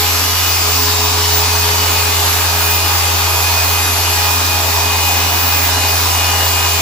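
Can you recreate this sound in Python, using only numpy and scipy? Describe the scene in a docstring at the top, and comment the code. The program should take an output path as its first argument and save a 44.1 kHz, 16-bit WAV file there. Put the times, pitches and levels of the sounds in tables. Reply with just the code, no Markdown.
"""A handheld electric polisher runs against a car pillar in a garage, heard in stereo.
The motor shaft whines at many multiples of its speed. A 9:43 gear pair turns the off-centre pad, which hums
and shakes the tool. The gear head rattles, the cooling air and the foam pad rush, and a low noise rumbles.
The walls make the tones fade in and out; the noises are shaped random noise that beats with pad and shaft."""
import sys
import numpy as np
from scipy import signal
from scipy.fft import rfft, irfft, next_fast_len
from scipy.io import wavfile
from scipy.ndimage import uniform_filter1d

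SR = 44100
rng = np.random.default_rng(int(sys.argv[2]) if len(sys.argv) > 2 else 0)


def output_pcm(signal):
    """Save a mono or channel-first signal as 16-bit PCM at the path in sys.argv[1].

    Samples are clipped to [-1, 1] before scaling.
    """
    pcm = np.clip(np.atleast_2d(signal).T, -1, 1) * 32767
    wavfile.write(sys.argv[1], SR, np.round(pcm).astype(np.int16))


N = 300321
GEAR = 9 / 43  # pad turns per shaft turn

# How the tool is pressed on the car, levels before the band boosts:
# t/s, rattle level/dB, rush level/dB, pressure on the pad (0-1)
PRESSING = [(0.0, -24, -16, 0.64), (0.34, -26, -17.5, 0.44), (0.75, -22.5, -17.5, 0.26),
            (1.1, -20, -17.5, 0.25), (1.36, -22, -17, 0.51), (2.04, -25, -16, 0.78),
            (2.72, -26, -16.5, 0.93), (3.4, -22, -17, 0.66), (4.09, -24.5, -16.5, 0.75),
            (4.43, -24, -17, 0.72), (4.9, -22.5, -17.5, 0.72), (5.6, -24, -16.5, 0.86),
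            (6.3, -25.5, -16, 0.84), (6.81, -27, -16, 0.93)]
# Steady tones of pad and motor: t/s, pad hum level/dB, its second multiple level/dB,
# its third multiple level/dB, shaft tone level/dB
HUM_LEVELS = [(0, -22, -51, -44, -30), (.17, -22.5, -56, -37, -33), (.42, -23, -53, -46, -40.5),
              (.83, -21.5, -49, -35.5, -29.5), (1.1, -21, -42, -41, -28.5), (1.49, -20, -39, -46, -29.5),
              (1.83, -21, -41, -43, -29), (2.3, -21.3, -48, -44, -32.5), (2.72, -21.3, -39, -49, -32.5),
              (3.06, -20.5, -63, -49, -34), (4.2, -21.5, -57, -41, -35), (4.8, -21.5, -50.5, -40.5, -34.5),
              (5.4, -21.8, -43.5, -38.5, -36.5), (6.3, -20.5, -76, -41, -34.5),
              (6.81, -21.5, -60, -50, -35.5)]


def gain_of(db):
    """Turns decibels into a factor."""
    return 10 ** (np.asarray(db) / 20)


def evened(x):
    """Scales a signal to an average strength (rms) of 1."""
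    return x / np.sqrt(np.mean(abs(x) ** 2) + 1e-20)


def read(points, hz):
    """Reads a curve between its points on a log-frequency axis."""
    f, value = np.transpose(points)
    return np.interp(np.log(hz + 1), np.log(f + 1), value)


def curves(rows):
    """Joins table rows by straight lines, one value a sample for each column after the time."""
    s, *columns = np.transpose(rows)
    return [np.interp(np.arange(N) / SR, s, column) for column in columns]


def pressed(ends_db):
    """Moves a level from its light-pressure value to its full-pressure value."""
    light_db, full_db = ends_db
    pressure = curves(PRESSING)[2]
    return light_db + (full_db - light_db) * pressure


def swell(x, low_hz, high_hz, db):
    """Adds a filtered band to x, so that the band rises or sinks by a level curve."""
    band_filter = signal.butter(1, [low_hz, high_hz], "band", fs=SR, output="sos")
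    return x + (gain_of(db) - 1) * signal.sosfilt(band_filter, x)


def stereo(front, sides):
    """Turns sound from the front and from the sides into left (sum) and right (difference)."""
    return np.array([front + sides, front - sides])


def fading(width_hz, steady):
    """Adds many echo paths into a turning complex gain of mean power about 1; steady is the direct share."""
    t = np.arange(N // 200 + 2) * 200 / SR  # one point every 200 samples
    spread, start = rng.standard_normal(24), rng.random(24)
    turning = np.exp(2j * np.pi * (width_hz * spread * t[:, None] + start))
    paths = evened(turning.sum(1))
    share = np.clip(steady, 0, 1)
    return np.interp(np.arange(N) / SR, t, np.sqrt(share) + np.sqrt(1 - share) * paths)


def noise(shape, turns, patchy_db):
    """Makes two partly alike noises with a given spectrum and drifting patches, beating with pad and shaft."""
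    # likeness of left and right before the shift: f/Hz, likeness (0-1)
    likeness = [(25, .7), (60, .8), (200, .92), (500, .8), (800, .7), (1200, .45), (1600, .27), (3500, .25),
                (8000, .3), (15000, .3)]
    # strength of the beat: f/Hz, factor on the beat wave
    beat_depth = [(300, 0.022), (600, 0.02), (1600, 0.046), (3200, 0.026), (6000, 0.092), (10000, .01)]
    lead = 2  # samples by which the left hears the shared part earlier
    frames, hz = N // 128 + 5, np.fft.rfftfreq(512, 1 / SR)
    a, b, c, d, patches = rng.standard_normal((frames, 257, 5)).T
    # smooth the patches over frequency, then over time
    patches = uniform_filter1d(patches, size=6, axis=0)
    patches = evened(uniform_filter1d(patches, size=30, axis=1))

    same = np.clip(read(likeness, hz), -1, 1)[:, None]
    early = np.exp(2j * np.pi * hz * lead / SR)[:, None]
    right = a + 1j * b
    left = same * early * right + np.sqrt(1 - same ** 2) * (c + 1j * d)
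    z = np.array([left, right]) * gain_of(patchy_db * patches)

    pad_beat = np.cos(2 * np.pi * (GEAR * turns + 0.2)) + .5 * np.cos(4 * np.pi * GEAR * turns)
    beat = pad_beat + 1.3 * np.cos(2 * np.pi * turns)
    both = [z, z * read(beat_depth, hz)[:, None]]
    plain, beating = signal.istft(both, nperseg=512, noverlap=384)[1][..., :N]
    spectrum = rfft(plain + beat * beating)
    return evened(irfft(spectrum * shape(np.fft.rfftfreq(N, 1 / SR)), N))


def rumble(turns):
    """The pad drums on the car body: low noise, louder under pressure."""
    # rough spectrum of the low rumble: f/Hz, relative level per Hz/dB
    low_spectrum = [(20, -9), (40, -2), (60, 7.5), (120, 0), (170, 2.5), (205, -10), (240, 3.5), (290, 8),
                    (380, -1), (450, 5.5), (600, -27)]
    drumming = noise(lambda hz: gain_of(read(low_spectrum, hz)), turns, patchy_db=1.0)
    return gain_of(pressed((-38, -34.5))) * drumming


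def rush(turns):
    """Cooling air and the foam pad on paint make a wide noise, which is duller under pressure."""
    # rush of air and pad: f/Hz, relative level per Hz/dB
    air_spectrum = [(300, -18.5), (500, -8.5), (1200, -3), (1600, -2), (2000, -4.5), (2700, -1.5),
                    (3100, -4.5), (3500, -3.5), (4000, -5), (4500, -3), (5500, -7.5), (7700, -6),
                    (8800, -15), (10500, -7.5)]
    # top of the rush, added to the curve above: f/Hz, change/dB
    fizz = [(10500, 0), (11000, -1), (12000, 1), (13000, -3), (14600, -3), (15300, -5)]
    air = noise(lambda hz: gain_of(read(air_spectrum, hz) + read(fizz, hz)), turns, patchy_db=1.15)
    level_db = curves(PRESSING)[1]
    return gain_of(level_db) * swell(air, 4740, 6410, pressed((9.5, 3)))


def rattle(turns):
    """Loose gear teeth chatter in time with the pad and ring the gear head; pressure deepens the sound."""
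    # gear head ringing, strongest ring first: f/Hz, width at half height/Hz, relative level/dB
    head = [(975, 75, 4), (570, 180, -9.5), (650, 53, -3), (707, 52, -0.5), (768, 53, 0), (882, 92, 0.5),
            (1043, 68, -2), (1123, 77, -1), (1198, 100, -5)]
    # pitch of that strongest ring as the grip shifts: t/s, f/Hz
    ring_pitch = [(0, 1009), (.8, 1015), (1.15, 990), (1.35, 945), (2.0, 931), (2.5, 930), (2.9, 950),
                  (3.4, 960), (3.9, 955), (4.2, 975), (4.5, 940), (5.1, 975), (5.7, 975), (6.2, 985),
                  (6.81, 975)]

    def ring(modes):
        """Gives a spectrum with a rounded peak at each ringing pitch."""
        return lambda hz: np.sqrt(sum(gain_of(2 * db) / (1 + (2 * (hz - f) / w) ** 2) ** 2
                                      for f, w, db in modes))

    # slide the pitch of the strongest ring by turning its complex form
    still = signal.hilbert(noise(ring(head[:1]), turns, patchy_db=1.2), next_fast_len(N))[:, :N]
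    slide = np.exp(2j * np.pi * np.cumsum(curves(ring_pitch)[0] - head[0][0]) / SR)
    strongest = (still * slide).real
    others = noise(ring(head[1:]), turns, patchy_db=1.3)
    chatter = gain_of(-4.5) * strongest + gain_of(-1.4) * others

    # the chatter swells gently once and twice a pad turn
    once = 0.1 * np.cos(2 * np.pi * (GEAR * turns + 0.051))
    twice = 0.19 * np.cos(4 * np.pi * (GEAR * turns + 0.31))
    burst = 1 + once + twice
    level_db = curves(PRESSING)[0]
    return gain_of(level_db) * swell(burst * chatter, 400, 950, pressed((-13, 2.5)))


def pad(turns):
    """The off-centre pad hums at its orbit rate, wobbling with its spin; uneven contact blurs the overtones."""
    # free turning of the pad on its own axis: t/s, spin rate f/Hz, depth of the wobble (0-1)
    own_spin = [(0.0, 10.5, 0.03), (0.75, 11.15, 0.02), (1.5, 10.65, 0.015), (2.43, 10.4, 0.11),
                (2.92, 10.15, 0.09), (3.89, 10.8, 0.09), (4.38, 10.35, 0.12), (5.35, 10.27, 0.115),
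                (6.32, 9.75, 0.07), (6.81, 10.05, 0.08)]
    # higher overtones: multiple of the pad turn, front level/dB, sides level/dB
    overtones = [(4, -44, -70), (8, -49, -64), (9, -44, -58), (11, -42, -53), (12, -44, -37)]
    angle = 2 * np.pi * GEAR * turns
    spin_hz, depth = curves(own_spin)
    wobble = 1 - depth * np.cos(2 * np.pi * np.cumsum(spin_hz) / SR)
    hum_db, second_db, third_db, _ = curves(HUM_LEVELS)
    hum = np.sqrt(2) * gain_of(hum_db) * wobble
    out = stereo(hum * np.cos(angle), gain_of(-18.0) * hum * np.cos(angle + 1.25))

    low = [(2, second_db, second_db - 12), (3, third_db, third_db - 19)]
    for k, front_db, sides_db in [*low, *overtones]:
        tone = np.sqrt(2) * wobble * np.exp(1j * round(k) * angle)
        front, sides = [(gain_of(db) * fading(width_hz=8., steady=0.56) * tone).real
                        for db in (front_db, sides_db)]
        out += stereo(front, sides)
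    return out


def motor(turns):
    """The shaft whines at its multiples; higher ones flutter faster, as short waves feel every hand move."""
    # weak multiples: multiple of the shaft speed, mean front level/dB, mean sides level/dB
    weak = [(4, -43.5, -50), (5, -40, -43), (8, -40, -39), (10, -39, -43), (11, -40, -44), (13, -40, -44),
            (14, -40, -43), (15, -45, -43), (16, -43, -48), (17, -39.5, -44), (19, -44, -51),
            (25, -51, -52), (26, -48, -47), (27, -44, -51), (28, -51, -46), (29, -44, -47.5),
            (31, -45, -48), (32, -47, -46), (33, -45, -40), (34, -45.5, -44), (35, -47, -47)]
    # strong multiples as the tool is moved, one table each: t/s, front level/dB, sides level/dB
    second = [(0, -28, -45), (0.32, -48, -53), (0.52, -36, -54), (1.84, -32, -37), (2.4, -33.5, -46),
              (3.04, -29.5, -54), (4.08, -34, -41), (4.2, -28, -46), (4.36, -33, -41), (4.72, -30, -54),
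              (4.96, -29.5, -37), (5.36, -32, -42), (6.44, -29, -54), (6.81, -33.5, -52)]
    third = [(0, -33, -43), (0.64, -34, -51), (0.92, -50, -41), (1.44, -38, -51), (2.0, -32.5, -38),
             (2.2, -44, -35), (2.36, -34.5, -43), (3.32, -32, -43), (3.48, -37, -51), (3.76, -35, -35),
             (4.0, -38, -43), (4.4, -32, -32), (4.72, -37, -44), (4.8, -55, -41), (5.96, -39, -50),
             (6.08, -35, -35), (6.64, -32.5, -33), (6.81, -39, -35)]
    sixth = [(0, -37, -41), (0.36, -43, -34), (0.44, -28, -36), (0.56, -29, -43), (0.64, -39, -32),
             (0.76, -33, -37), (0.84, -40, -48), (1.08, -31, -42), (1.32, -47, -37), (1.48, -25, -34),
             (1.68, -29.5, -48), (1.84, -36, -37), (1.96, -26.5, -37), (2.12, -28, -40), (2.24, -42, -38),
             (2.72, -24, -35), (2.88, -29, -31), (3.0, -35, -36), (3.56, -26, -29), (4.0, -31.5, -38),
             (4.28, -25.5, -31), (4.52, -23.5, -46), (4.68, -31, -38), (5.08, -24.5, -27), (5.24, -32, -29),
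             (5.52, -27, -30), (5.76, -34, -38), (5.84, -25, -28), (5.92, -26, -28), (6.0, -35, -34),
             (6.24, -26, -32), (6.44, -38, -33), (6.52, -27.5, -31), (6.81, -28, -32)]
    seventh = [(0, -39, -45), (0.2, -31, -48), (0.48, -27.5, -41), (0.56, -42, -36), (0.76, -35, -50),
               (1.04, -49, -33), (1.24, -30, -39), (1.52, -40, -41), (1.88, -29, -45), (1.96, -33, -35),
               (2.6, -38, -50), (2.84, -31, -45), (2.92, -38, -37), (3.12, -36, -38), (3.24, -47, -47),
               (3.6, -47, -50), (3.76, -35, -36), (3.84, -45, -42), (4.0, -35, -35), (4.24, -32, -50),
               (4.6, -44, -39), (4.92, -31, -50), (5.04, -32, -38), (5.36, -30, -37), (5.56, -36, -41),
               (5.84, -27.5, -49), (6.04, -42, -48), (6.16, -29, -33), (6.4, -26.5, -32), (6.81, -34, -32)]
    ninth = [(0, -38, -34), (0.8, -49, -37), (0.88, -31, -36), (1.0, -29, -45), (1.2, -37, -36),
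             (1.32, -32, -33), (1.72, -49, -43), (1.84, -34, -44), (2.0, -46, -40), (2.4, -34, -30),
             (2.72, -47, -34), (3.16, -32, -50), (3.36, -49, -50), (3.88, -30, -43), (3.96, -49, -39),
             (4.44, -33, -33), (5.12, -40, -35), (5.68, -35, -39), (6.44, -40, -50), (6.81, -34, -34)]
    twelfth = [(0, -36, -40), (0.2, -48, -47), (0.44, -33, -42), (1.0, -37, -47), (1.56, -34, -36),
               (1.92, -46, -39), (2.24, -33, -37), (2.32, -46, -36), (2.48, -32, -32), (2.6, -44, -42),
               (2.88, -31, -29), (3.0, -46, -27), (3.4, -37, -47), (3.48, -31.5, -38), (3.84, -36, -47),
               (4.24, -31, -47), (4.4, -41, -35), (5.2, -37, -47), (5.52, -43, -38), (5.72, -28, -36),
               (5.8, -35, -47), (6.0, -29, -33), (6.08, -43, -38), (6.32, -46, -47), (6.56, -31, -43),
               (6.81, -46, -47)]
    eighteenth = [(0, -37, -34), (0.36, -49, -34), (0.72, -32, -35), (0.8, -49, -38), (0.96, -31, -41),
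                  (1.12, -45, -36), (1.2, -33, -39), (1.6, -49, -28), (2.08, -35, -39), (2.52, -38, -30),
                  (2.84, -49, -42), (2.96, -39, -29), (3.24, -49, -30), (3.76, -36, -43), (4.28, -37, -35),
                  (5.52, -42, -49), (5.76, -49, -33), (5.92, -49, -47), (6.44, -35, -32), (6.81, -30, -43)]
    twenty_fourth = [(0, -41, -32), (0.32, -35, -39), (1.36, -47, -34), (1.48, -36, -30), (1.56, -35, -36),
                     (1.76, -49, -33), (1.92, -35, -30), (2.12, -44, -32), (2.32, -31, -30),
                     (2.52, -49, -30), (2.64, -31, -39), (3.2, -40, -31), (3.48, -33, -43), (3.6, -46, -34),
                     (3.68, -36, -34), (3.88, -30, -49), (4.16, -38, -48), (4.24, -34, -40),
                     (4.36, -31, -36), (4.44, -49, -38), (4.68, -34, -43), (4.76, -43, -32),
                     (5.04, -35, -47), (5.24, -36, -36), (5.32, -41, -45), (6.0, -35, -34),
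                     (6.12, -35, -33), (6.24, -33, -40), (6.48, -40, -36), (6.81, -35, -35)]
    thirtieth = [(0, -26, -31), (0.28, -30, -38), (0.4, -26, -32), (0.64, -30, -26), (0.84, -31, -31),
                 (0.92, -29, -27), (1.16, -42, -30), (1.24, -29, -27), (1.52, -41, -34), (1.64, -28, -38),
                 (2.0, -35, -35), (2.32, -26, -32), (2.48, -39, -36), (2.56, -30, -33), (2.64, -39, -37),
                 (2.88, -34, -25), (3.4, -28, -38), (3.56, -36, -30), (3.8, -28, -39), (3.88, -26, -29),
                 (4.08, -27, -30), (4.4, -38, -35), (4.48, -31, -30), (4.72, -28, -35), (4.92, -37, -27),
                 (5.08, -28, -38), (5.2, -46, -35), (5.32, -28, -34), (5.52, -36, -34), (5.64, -30, -31),
                 (5.76, -44, -36), (5.96, -36, -29), (6.04, -40, -44), (6.12, -33, -27), (6.32, -40, -36),
                 (6.36, -32, -32), (6.52, -30, -41), (6.81, -36, -32)]
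    thirty_sixth = [(0, -25, -28), (0.36, -33, -29), (0.48, -24, -24), (0.64, -29, -23), (0.84, -20, -26),
                    (0.96, -33, -28), (1.04, -24, -37), (1.28, -33, -25), (1.36, -17, -20), (1.4, -21, -24),
                    (1.48, -33, -26), (1.6, -20, -25), (1.68, -39, -22), (1.84, -27, -23), (2.08, -26, -33),
                    (2.2, -29, -22), (2.28, -37, -23), (2.36, -25, -32), (2.52, -30, -26), (2.6, -21, -30),
                    (2.76, -19, -31), (2.84, -29, -28), (2.96, -23, -28), (3.08, -34, -27),
                    (3.16, -25, -28), (3.28, -30, -28), (3.64, -23, -21), (3.72, -21, -27),
                    (3.92, -39, -33), (4.32, -22, -24), (4.4, -29, -24), (4.52, -26, -32), (4.6, -29, -25),
                    (4.72, -24, -27), (4.84, -34, -20), (4.92, -30, -27), (5.16, -22, -23),
                    (5.24, -27, -27), (5.48, -18.5, -27), (5.68, -22, -23), (5.76, -35, -29),
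                    (5.92, -24, -23), (6.36, -31, -37), (6.48, -21, -26), (6.56, -31, -24),
                    (6.81, -25, -39)]
    tables = [(2, second), (3, third), (6, sixth), (7, seventh), (9, ninth), (12, twelfth),
              (18, eighteenth), (24, twenty_fourth), (30, thirtieth), (36, thirty_sixth)]
    strong = [(k, *curves(rows)) for k, rows in tables]
    shaft_tone = (1, curves(HUM_LEVELS)[3], -45)  # the sides keep one mean level, in dB

    orbit = np.exp(2j * np.pi * GEAR * turns)
    out = np.zeros((2, N))
    for k, *levels_db in [shaft_tone, *strong, *weak]:
        k, parts = round(k), []
        tone = np.sqrt(2) * np.exp(2j * np.pi * k * turns)
        for db in levels_db:
            if np.ndim(db):  # the level follows a curve: the phase drifts, with a quick flutter on top
                drift = fading(width_hz=1.0 + .05 * k, steady=.55)
                fade = drift / abs(drift) * fading(width_hz=4 + 0.5 * k, steady=.93)
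            else:
                fade = fading(width_hz=1.2 + .2 * k, steady=0.28)
            if k % 6 == 0:  # the shaking tool swings the magnetic whine at the pad rate: side tones
                for step, depth in ((1, 0.0055), (-1, 0.0021), (2, 0.0026), (-2, 0.0023)):
                    fade += depth * k * fading(width_hz=0.099 * k, steady=0.34) * orbit ** step
            parts.append(gain_of(db) * fade * tone)
        front, sides = parts
        turned_sides = sides * np.exp(1j * 0.075 * k)  # the phase shift grows with the multiple
        out += stereo(front.real, turned_sides.real)
    return out


def scene():
    """Adds up all parts, which follow the one shaft angle."""
    # motor speed: t/s, shaft turns f/Hz
    shaft_speed = [(0.0, 414.3), (0.17, 415.2), (0.66, 418.9), (0.83, 419.2), (1.2, 418.7), (1.55, 419.0),
                   (1.83, 418.4), (2.16, 416.2), (2.35, 415.9), (2.85, 413.6), (3.16, 413.6), (3.9, 415.35),
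                   (4.15, 415.0), (4.45, 413.9), (4.65, 413.8), (4.82, 413.2), (5.15, 413.9), (5.65, 413.2),
                   (6.15, 411.0), (6.5, 410.6), (6.81, 410.7)]
    turns = np.cumsum(curves(shaft_speed)[0]) / SR
    return motor(turns) + pad(turns) + rattle(turns) + rush(turns) + rumble(turns)


def record(dry):
    """Two microphones of slightly different colour bend the highest peaks softly; then the treble is cut."""
    # treble roll-off of the microphones: f/Hz, level/dB
    roll_off = [(15150, 0), (15420, -2), (15520, -45)]
    # difference in colour: f/Hz, left minus right level/dB
    left_lean = [(60, 1.5), (130, -1.5), (260, -1), (420, 1.5), (700, 0), (1300, -1), (2400, -0.5),
                 (4400, 0.5), (8100, -0.5), (15000, 0.5)]
    hz = np.fft.rfftfreq(N, 1 / SR)
    lean_db = read(left_lean, hz) / 2
    ports = irfft(rfft(dry) * gain_of(read(roll_off, hz) + [lean_db, -lean_db]), N)
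    over = np.maximum(abs(ports) - .6, 0)  # the part of each peak above 0.6
    bent = ports - np.sign(ports) * (over - .35 * np.tanh(over / .35))
    taps = signal.firwin(511, 16231, window=("kaiser", 9), fs=SR)  # low-pass, edge in Hz
    return signal.oaconvolve(bent, taps[None], "same")


dry = scene()
out = record(dry)
output_pcm(out)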